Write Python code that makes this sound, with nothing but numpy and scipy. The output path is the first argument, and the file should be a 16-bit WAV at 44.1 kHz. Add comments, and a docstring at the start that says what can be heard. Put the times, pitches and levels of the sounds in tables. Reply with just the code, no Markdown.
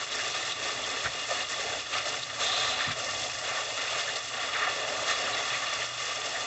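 """A hose nozzle sprays raw meat on a plastic folding table, outdoors at night, heard in mono.
From the start, random drop impacts, bubbles and hiss patter and splash as a hand turns the meat.
A hard jet excites narrow bands: it rasps at 0.2 and 1.4 s, for half a second from 2.4 s, and at 5.1 s.
Near 1.0 and 2.9 s the meat flops and excites the damped modes of the table, which booms.
Throughout, bursts of filtered noise make splats, the table drones and a faint low hum wavers."""
import sys
import numpy as np
from scipy import signal
from scipy.fft import rfft, irfft
from scipy.io import wavfile

SR = 44100
rng = np.random.default_rng(int(sys.argv[2]) if len(sys.argv) > 2 else 0)


def file_out(sig):
    """Save sig as 16-bit WAV at sys.argv[1]."""
    # one column per channel
    cols = np.atleast_2d(sig).T
    # limit, then scale
    lim = np.clip(cols, -1, 1)
    pcm = np.round(lim * 32767).astype(np.int16)
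    wavfile.write(sys.argv[1], SR, pcm)


N = 285190
TIME = np.arange(N) / SR
FREQS = np.maximum(np.arange(N // 2 + 1) * SR / N, 1)

# borders between the five bands of the spray: edge_hz
ZONE_EDGES_HZ = [470, 900, 2400, 4400]
# relative spectral density of the spray: frequency_hz, density_db
SPRAY_COLOUR = [(190, -15), (350, -9.5), (600, -5), (950, -2.5), (2000, 1), (3200, -5.5), (5000, -5),
                (6200, -3.5), (6900, -10), (7600, -7), (8000, -19.5), (8300, -24.5)]
# resonances in series that colour every drop: frequency_hz, width_hz, gain_db
RESONANCES = [(268, 34, 9.3), (427, 59, 10.1), (560, 61, 8.9), (650, 63, 8.6), (739, 51, 8.3),
              (880, 22, 3.5), (1163, 50, 11.0), (1242, 75, 5.6), (1378, 34, 7.2), (1783, 40, 7),
              (1832, 52, 6.2), (1973, 18, 4.0), (2059, 61, 6.7), (2238, 45, 2.1), (2483, 37, 4.3),
              (2579, 69, 7.0), (2821, 83, 12.7), (3370, 90, 11), (3465, 60, 8.5), (3619, 36, 4.8),
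              (3724, 61, 9.4), (4174, 109, 7.5), (4415, 55, 4.0), (4607, 50, 5.1), (4851, 93, 5.1),
              (5368, 158, 4.9), (6494, 82, 7.3), (6734, 43, 4.0), (7249, 168, 8.1), (7738, 95, 4.8)]
# the spray between passes, from large drops to fine: zone, level_db, flutter_db
ZONES = [("hollow patter", -58.5, 0.77), ("patter on the tabletop", -49.5, 0.99),
         ("splash on wet meat", -43, 0.63), ("spatter", -42, .8), ("fine mist", -43.5, 0.94)]
# the hand brings meat and stream together: start_s, length_s, patter_rise_db, splash_rise_db, mist_rise_db
PASSES = [(0.0, 0.028, 4, 9.5, 2), (0.113, 0.2, 5.5, 5.5, 5), (0.322, 0.19, 3.5, 4.5, 4),
          (.53, .08, 0.5, 0.5, 1), (0.61, 0.12, 5.5, 6.5, 4.5), (0.748, 0.28, 5.5, 5, 3),
          (1.042, 0.037, 13.5, 11, 5.5), (1.125, 0.12, 4.5, 3, 1.5), (1.292, .14, 8, 7.5, 6),
          (1.487, 0.082, 3.5, 4.5, 5.5), (1.558, 0.24, 10, 4.5, 3.5), (1.916, 0.096, 7, 10, 2.5),
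          (2.043, 0.14, 7.5, 5, 4), (2.393, 0.36, 8.5, 7.5, 6), (2.761, 0.19, 7.3, 7.5, 1),
          (2.96, 0.34, 8.5, 3, 5), (3.32, 0.12, 4, 1, 3.5), (3.446, .19, 8, 8, 4),
          (3.652, 0.11, 6.5, 1.5, 2), (3.77, 0.26, 7, 7.5, 3.8), (4.042, 0.15, 8, 4.5, 2.5),
          (4.33, 0.18, 8, 6.5, 1.5), (4.527, 0.17, 7, 10.5, 1.5), (4.702, 0.37, 10, 5.5, 3),
          (5.058, 0.091, 10, 10.5, 7), (5.161, 0.28, 10, 8, 3.5), (5.43, 0.17, 5, 7.5, 3.5),
          (5.61, 0.25, 6, 7, 3), (5.984, 0.18, 4, 5, 4.5), (6.172, 0.31, 7, 3.5, 2.5)]
PASS_ATTACK_S, PASS_RELEASE_S = 0.045, 0.048
# spatter rises by these shares of the rises in dB
SPATTER_FOLLOWS_SPLASH, SPATTER_FOLLOWS_MIST = 0.49, 0.31
# rise of the hollow patter as the spray finds other parts of the tabletop: time_s, rise_db
HOLLOWNESS = [(0, 3.5), (.8, 6.5), (1.3, -1), (2.2, 0), (2.8, -6), (3.9, -3), (5.1, -0.5), (5.9, -3),
              (6.47, -0.5)]
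# the whole spray dips briefly after the hardest strike
DIP_S, DIP_LENGTH_S, DIP_DB = 2.949, 0.02, -5

# the jet strikes hard: start_s, length_s, level_db
JET_STRIKES = [(0.242, .29, -40.5), (1.385, 0.048, -37), (2.41, .525, -31), (5.085, 0.068, -35)]
# what rings where the jet strikes, relative levels: frequency_hz, width_hz, level_db
JET_MODES = [(747, 25, 2.5), (1176, 20, 3), (2580, 80, -3), (3520, 270, -1), (3720, 36, 0), (4036, 61, 1.5),
             (4160, 91, -14)]
# it holds, weakens as it slides off its spot, and is gone
JET_ATTACK_S, JET_HOLD_S, JET_FADE_DB_PER_S, JET_RELEASE_S = 0.061, 0.19, 30, 0.03

# the most distinct splats and squelches: time_s, level_db, centre_hz, width_hz
SPLATS = [(.13, -34, 3600, 600), (.198, -33, 1690, 250), (.523, -33.5, 3640, 500), (.844, -34, 3320, 600),
          (1.06, -30.5, 1750, 704), (1.32, -31, 610, 130), (1.94, -33, 2900, 1500),
          (1.985, -35.5, 4800, 2000), (2.233, -34.5, 3900, 900), (2.811, -31, 1800, 895),
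          (2.918, -33.5, 2300, 2200), (4.003, -35.5, 3100, 2500), (4.088, -33.5, 1840, 300),
          (4.165, -33.5, 4200, 2500), (4.558, -32, 1760, 700), (4.68, -35, 665, 200),
          (5.24, -46.5, 280, 80), (5.28, -33.5, 1280, 350), (5.339, -34.5, 3870, 500),
          (5.38, -35, 2030, 300), (5.545, -32, 2020, 500), (5.825, -36, 2700, 1200),
          (6.364, -33, 1810, 250)]
# length at 1 kHz, and the power of pitch by which higher gouts are briefer
SPLAT_LENGTH_S, SPLAT_SHORTENS = 0.023, 0.19
# faint, high spits at random moments
SPITS_PER_S, SPIT_DB, SPIT_SPREAD_DB = 2.0, -43, 1
SPIT_LOW_HZ, SPIT_HIGH_HZ, SPIT_WIDTH_HZ = 4200, 7040, 900

# meat flopping on the table: time_s, level_db, contact_s
FLOPS = [(1.046, -34, 0.0082), (1.073, -42, 0.012), (2.859, -48, .004), (2.868, -36.5, 0.0018),
         (2.887, -40, .004)]
# low damped modes of the table, relative levels: frequency_hz, level_db, t60_s
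TABLE_MODES = [(62, -13.5, .3), (95, 1, 0.13), (118, -1, 0.092), (148, -2, 0.26), (214, -7.5, 0.16),
               (256, -2.5, 0.19)]
# relative spectral density of the table's drone: frequency_hz, density_db
DRONE_COLOUR = [(25, -40.5), (40, -22.5), (58, -8), (95, -5), (117, -0.5), (135, -9), (153, -3),
                (182, -29.5), (230, -9), (275, -5.5), (400, -20), (900, -59.5)]
# how hard the water drums on the bare tabletop between passes: time_s, level_db
DRUMMING = [(0, -60), (.8, -58), (2.3, -56), (3.2, -53), (3.6, -59.5), (4.5, -59.5), (5.3, -57.5),
            (5.85, -60), (6.47, -60)]
DRONE_FOLLOWS = 0.21   # share of the patter's rise in dB

CUTOFF_HZ = 8300


def spray(surge_db):
    """Drop size sets pitch: large drops sound low, mist high; all surge as the stream breaks up."""
    water = rfft(wet_noise(tick_db=-2.5, bubble_db=-6.5, hiss_db=-2.0, plip_db=-17.0))
    # each zone is the difference of two neighbouring low-passes
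    below = [0] + [1 / (1 + (FREQS / hz) ** 12) for hz in ZONE_EDGES_HZ] + [1]
    dip_db = DIP_DB * np.exp(-0.5 * (2 * (TIME - DIP_S) / DIP_LENGTH_S) ** 2)
    shared_db = surge_db * drift(25) + dip_db
    patter_db, splash_db, mist_db = passes()
    hollow_db = patter_db + np.interp(TIME, *np.transpose(HOLLOWNESS))
    spatter_db = SPATTER_FOLLOWS_SPLASH * splash_db + SPATTER_FOLLOWS_MIST * mist_db
    rises_db = [hollow_db, patter_db, splash_db, spatter_db, mist_db]
    out = np.zeros(N)
    for k, (_, level_db, flutter_db) in enumerate(ZONES):
        band = irfft(water * (below[k + 1] - below[k]), N)
        fluttering = band * from_db(shared_db + flutter_db * drift(25))
        out += from_db(level_db + rises_db[k]) * rms_one(fluttering)
    return out


def passes():
    """Weighted superposition: patter, splash and mist rises in dB add, or average where passes meet."""
    contact = np.array([gate(start, length, PASS_ATTACK_S, PASS_RELEASE_S)
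                        for start, length, *_ in PASSES])
    rises_db = np.array(PASSES)[:, 2:]
    return rises_db.T @ contact / np.maximum(contact.sum(axis=0), 1)


def wet_noise(tick_db, bubble_db, hiss_db, plip_db):
    """Source and filter: impacts, bubbles and fine-droplet hiss excite resonances in series."""
    ticks = rms_one(impacts(per_s=7000, spread_db=2.5))
    fizz = bubbles(per_s=3000, spread_db=3.0, cycles=18.0, low_hz=401.6, high_hz=7570)
    lone = rms_one(plips(per_s=110, low_hz=1398, high_hz=7180, rise=0.016, cycles=8.1, spread_db=17.0))
    hiss = rng.standard_normal(N)
    water = from_db(tick_db) * ticks + from_db(bubble_db) * fizz
    water = water + from_db(plip_db) * lone + from_db(hiss_db) * hiss
    for hz, width, db in RESONANCES:
        water = water + (from_db(db) - 1) * resonate(water, hz, width)
    return coloured(water, SPRAY_COLOUR)


def impacts(per_s, spread_db):
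    """Shot noise: clicks at random moments, many small drops and a few large ones."""
    sizes = from_db(spread_db * np.minimum(rng.exponential(1, N), 4.0))
    signs = rng.choice([-1, 1], N)
    landed = rng.random(N) < per_s / SR
    return sizes * signs * landed


def bubbles(per_s, spread_db, cycles, low_hz, high_hz, count=36):
    """Bubble resonance: air pockets in the water film ring for a few cycles, over a range of pitches."""
    pitches = np.geomspace(low_hz, high_hz, count)
    born = impacts(per_s, spread_db)
    dealt = rng.choice(count, N, p=np.sqrt(pitches) / np.sqrt(pitches).sum())
    out = np.zeros(N)
    for k, hz in enumerate(pitches):
        ringing = resonate(born * (dealt == k), hz, 2 * hz / cycles)
        out += np.sqrt(hz) * rms_one(ringing)
    return rms_one(out)


def plips(per_s, low_hz, high_hz, rise, cycles, spread_db):
    """Rising bubble pitch: lone larger bubbles burst through the film and climb as they die."""
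    out = np.zeros(N)
    age = np.arange(SR // 20) / SR
    for when, size, pitch in rng.random((round(per_s * N / SR), 3)):
        hz = low_hz * (high_hz / low_hz) ** pitch
        start = int(when * (N - len(age)))
        life = age * hz / cycles   # 1 at the peak of the swell
        swell = life * np.exp(1 - life)
        tone = np.sin(2 * np.pi * hz * age * (1 + rise * life))
        out[start:start + len(age)] += from_db(-spread_db * size) * swell * tone
    return out


def jet():
    """Forced resonance: a dense rattle of drops hammers one spot, which rings in a few narrow bands."""
    force = np.zeros(N)
    for start, length, db in JET_STRIKES:
        fade_db = JET_FADE_DB_PER_S * np.maximum(TIME - start - JET_HOLD_S, 0)
        force += from_db(db - fade_db) * gate(start, length, JET_ATTACK_S, JET_RELEASE_S)
    drops = impacts(per_s=13000, spread_db=0.5)
    rasp = sum(from_db(db) * resonate(resonate(drops, hz, width), hz, 4 * width)
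               for hz, width, db in JET_MODES)
    return force * rms_one(rasp)


def splats():
    """Band-limited noise burst: a gout of water lands, its drops ringing in a fold of the meat."""
    out = np.zeros(N)
    for s, db, hz, width in list(SPLATS) + spits():
        near = np.flatnonzero(np.abs(TIME - s) < 0.06)
        length = SPLAT_LENGTH_S * (1000 / hz) ** SPLAT_SHORTENS
        swell = np.exp(-0.5 * (2 * (TIME[near] - s) / length) ** 2)
        noise = rng.standard_normal(len(near))
        drops = resonate(resonate(noise, hz, width), hz, 2 * width) * swell
        # equal energy: the burst carries as much as its swell
        out[near] += from_db(db) * drops * np.sqrt(np.sum(swell ** 2) / np.sum(drops ** 2))
    return out


def spits():
    """Random arrivals: small stray gouts, as rows like those of the splats."""
    rows = []
    for when, size, pitch in rng.random((round(SPITS_PER_S * N / SR), 3)):
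        level_db = SPIT_DB + SPIT_SPREAD_DB * (2 * size - 1)
        hz = SPIT_LOW_HZ * (SPIT_HIGH_HZ / SPIT_LOW_HZ) ** pitch
        rows.append((when * N / SR, level_db, hz, SPIT_WIDTH_HZ))
    return rows


def table():
    """Modal vibration: the hollow top drones under the spray and booms at each soft blow."""
    blows = np.zeros(N)
    for s, db, contact in FLOPS:
        push = np.exp(-0.5 * ((TIME - s) / contact * 2 * np.pi) ** 2)   # longer contact, duller thud
        blows += from_db(db) * push / push.sum()
    drumming_db = np.interp(TIME, *np.transpose(DRUMMING)) + DRONE_FOLLOWS * passes()[0]
    out = from_db(drumming_db) * rms_one(coloured(rng.standard_normal(N), DRONE_COLOUR))
    for k, (hz, db, t60) in enumerate(TABLE_MODES):
        decay = from_db(-60 / (t60 * SR))   # per sample
        turn = 2 * np.pi * hz / SR
        poles = [1, -2 * decay * np.cos(turn), decay * decay]
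        # the air follows the speed of the mode
        boom = signal.lfilter([1, 0, -1], poles, blows + 1e-18) / 2
        # neighbouring modes swing in opposite directions
        out = out + (-1) ** k * from_db(db) * boom
    return signal.sosfilt(signal.butter(2, 700, fs=SR, output="sos"), out)


def hum(hz, width_hz, level_db):
    """Narrow-band noise: a faint low hum wavers behind the water."""
    band = 1 / (1 + ((FREQS - hz) / width_hz) ** 2)
    return from_db(level_db) * rms_one(irfft(rfft(rng.standard_normal(N)) * band, N))


def gate(start, length, attack, release):
    """Linear envelope: rise from 0 to 1, hold, fall; each ramp is centred on its edge."""
    rising = (TIME - start) / attack
    falling = (start + length - TIME) / release
    return np.clip(np.minimum(rising, falling) + 0.5, 0, 1)


def drift(rate_hz):
    """Low-passed noise: slow chance with a spread of 1."""
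    return rms_one(irfft(rfft(rng.standard_normal(N)) / (1 + (FREQS / rate_hz) ** 2), N))


def coloured(x, spectrum):
    """Spectral shaping: weight x by a density in dB, interpolated over log frequency."""
    hz, db = np.transpose(spectrum)
    gain = from_db(np.interp(np.log(FREQS), np.log(hz), db))
    return irfft(rfft(x) * gain, N)


def resonate(x, hz, width):
    """Simple resonator: a single peak with a gain of 1 on top."""
    return signal.lfilter(*signal.iirpeak(hz, hz / width, fs=SR), x + 1e-18)


def rms_one(x):
    """Power normalisation: scale to a mean square of 1."""
    return x / np.sqrt(np.mean(x ** 2) + 1e-20)


def from_db(db):
    """Logarithmic level: decibels to amplitude gain."""
    return 10 ** (np.asarray(db) / 20)


def scene():
    """Superposition: all the water, the table and the hum reach one microphone."""
    mono = spray(surge_db=0.67) + jet() + splats() + table() + hum(hz=120.4, width_hz=4.9, level_db=-61.5)
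    return np.stack([mono, mono])


def record(dry):
    """Band limiting: the microphone loses the deep bass; the top is cut steeply."""
    thinned = signal.sosfilt(signal.butter(4, 42, "high", fs=SR, output="sos"), dry)
    return signal.sosfilt(signal.ellip(12, 0.1, 90, CUTOFF_HZ, fs=SR, output="sos"), thinned)


dry = scene()
out = record(dry)
file_out(out)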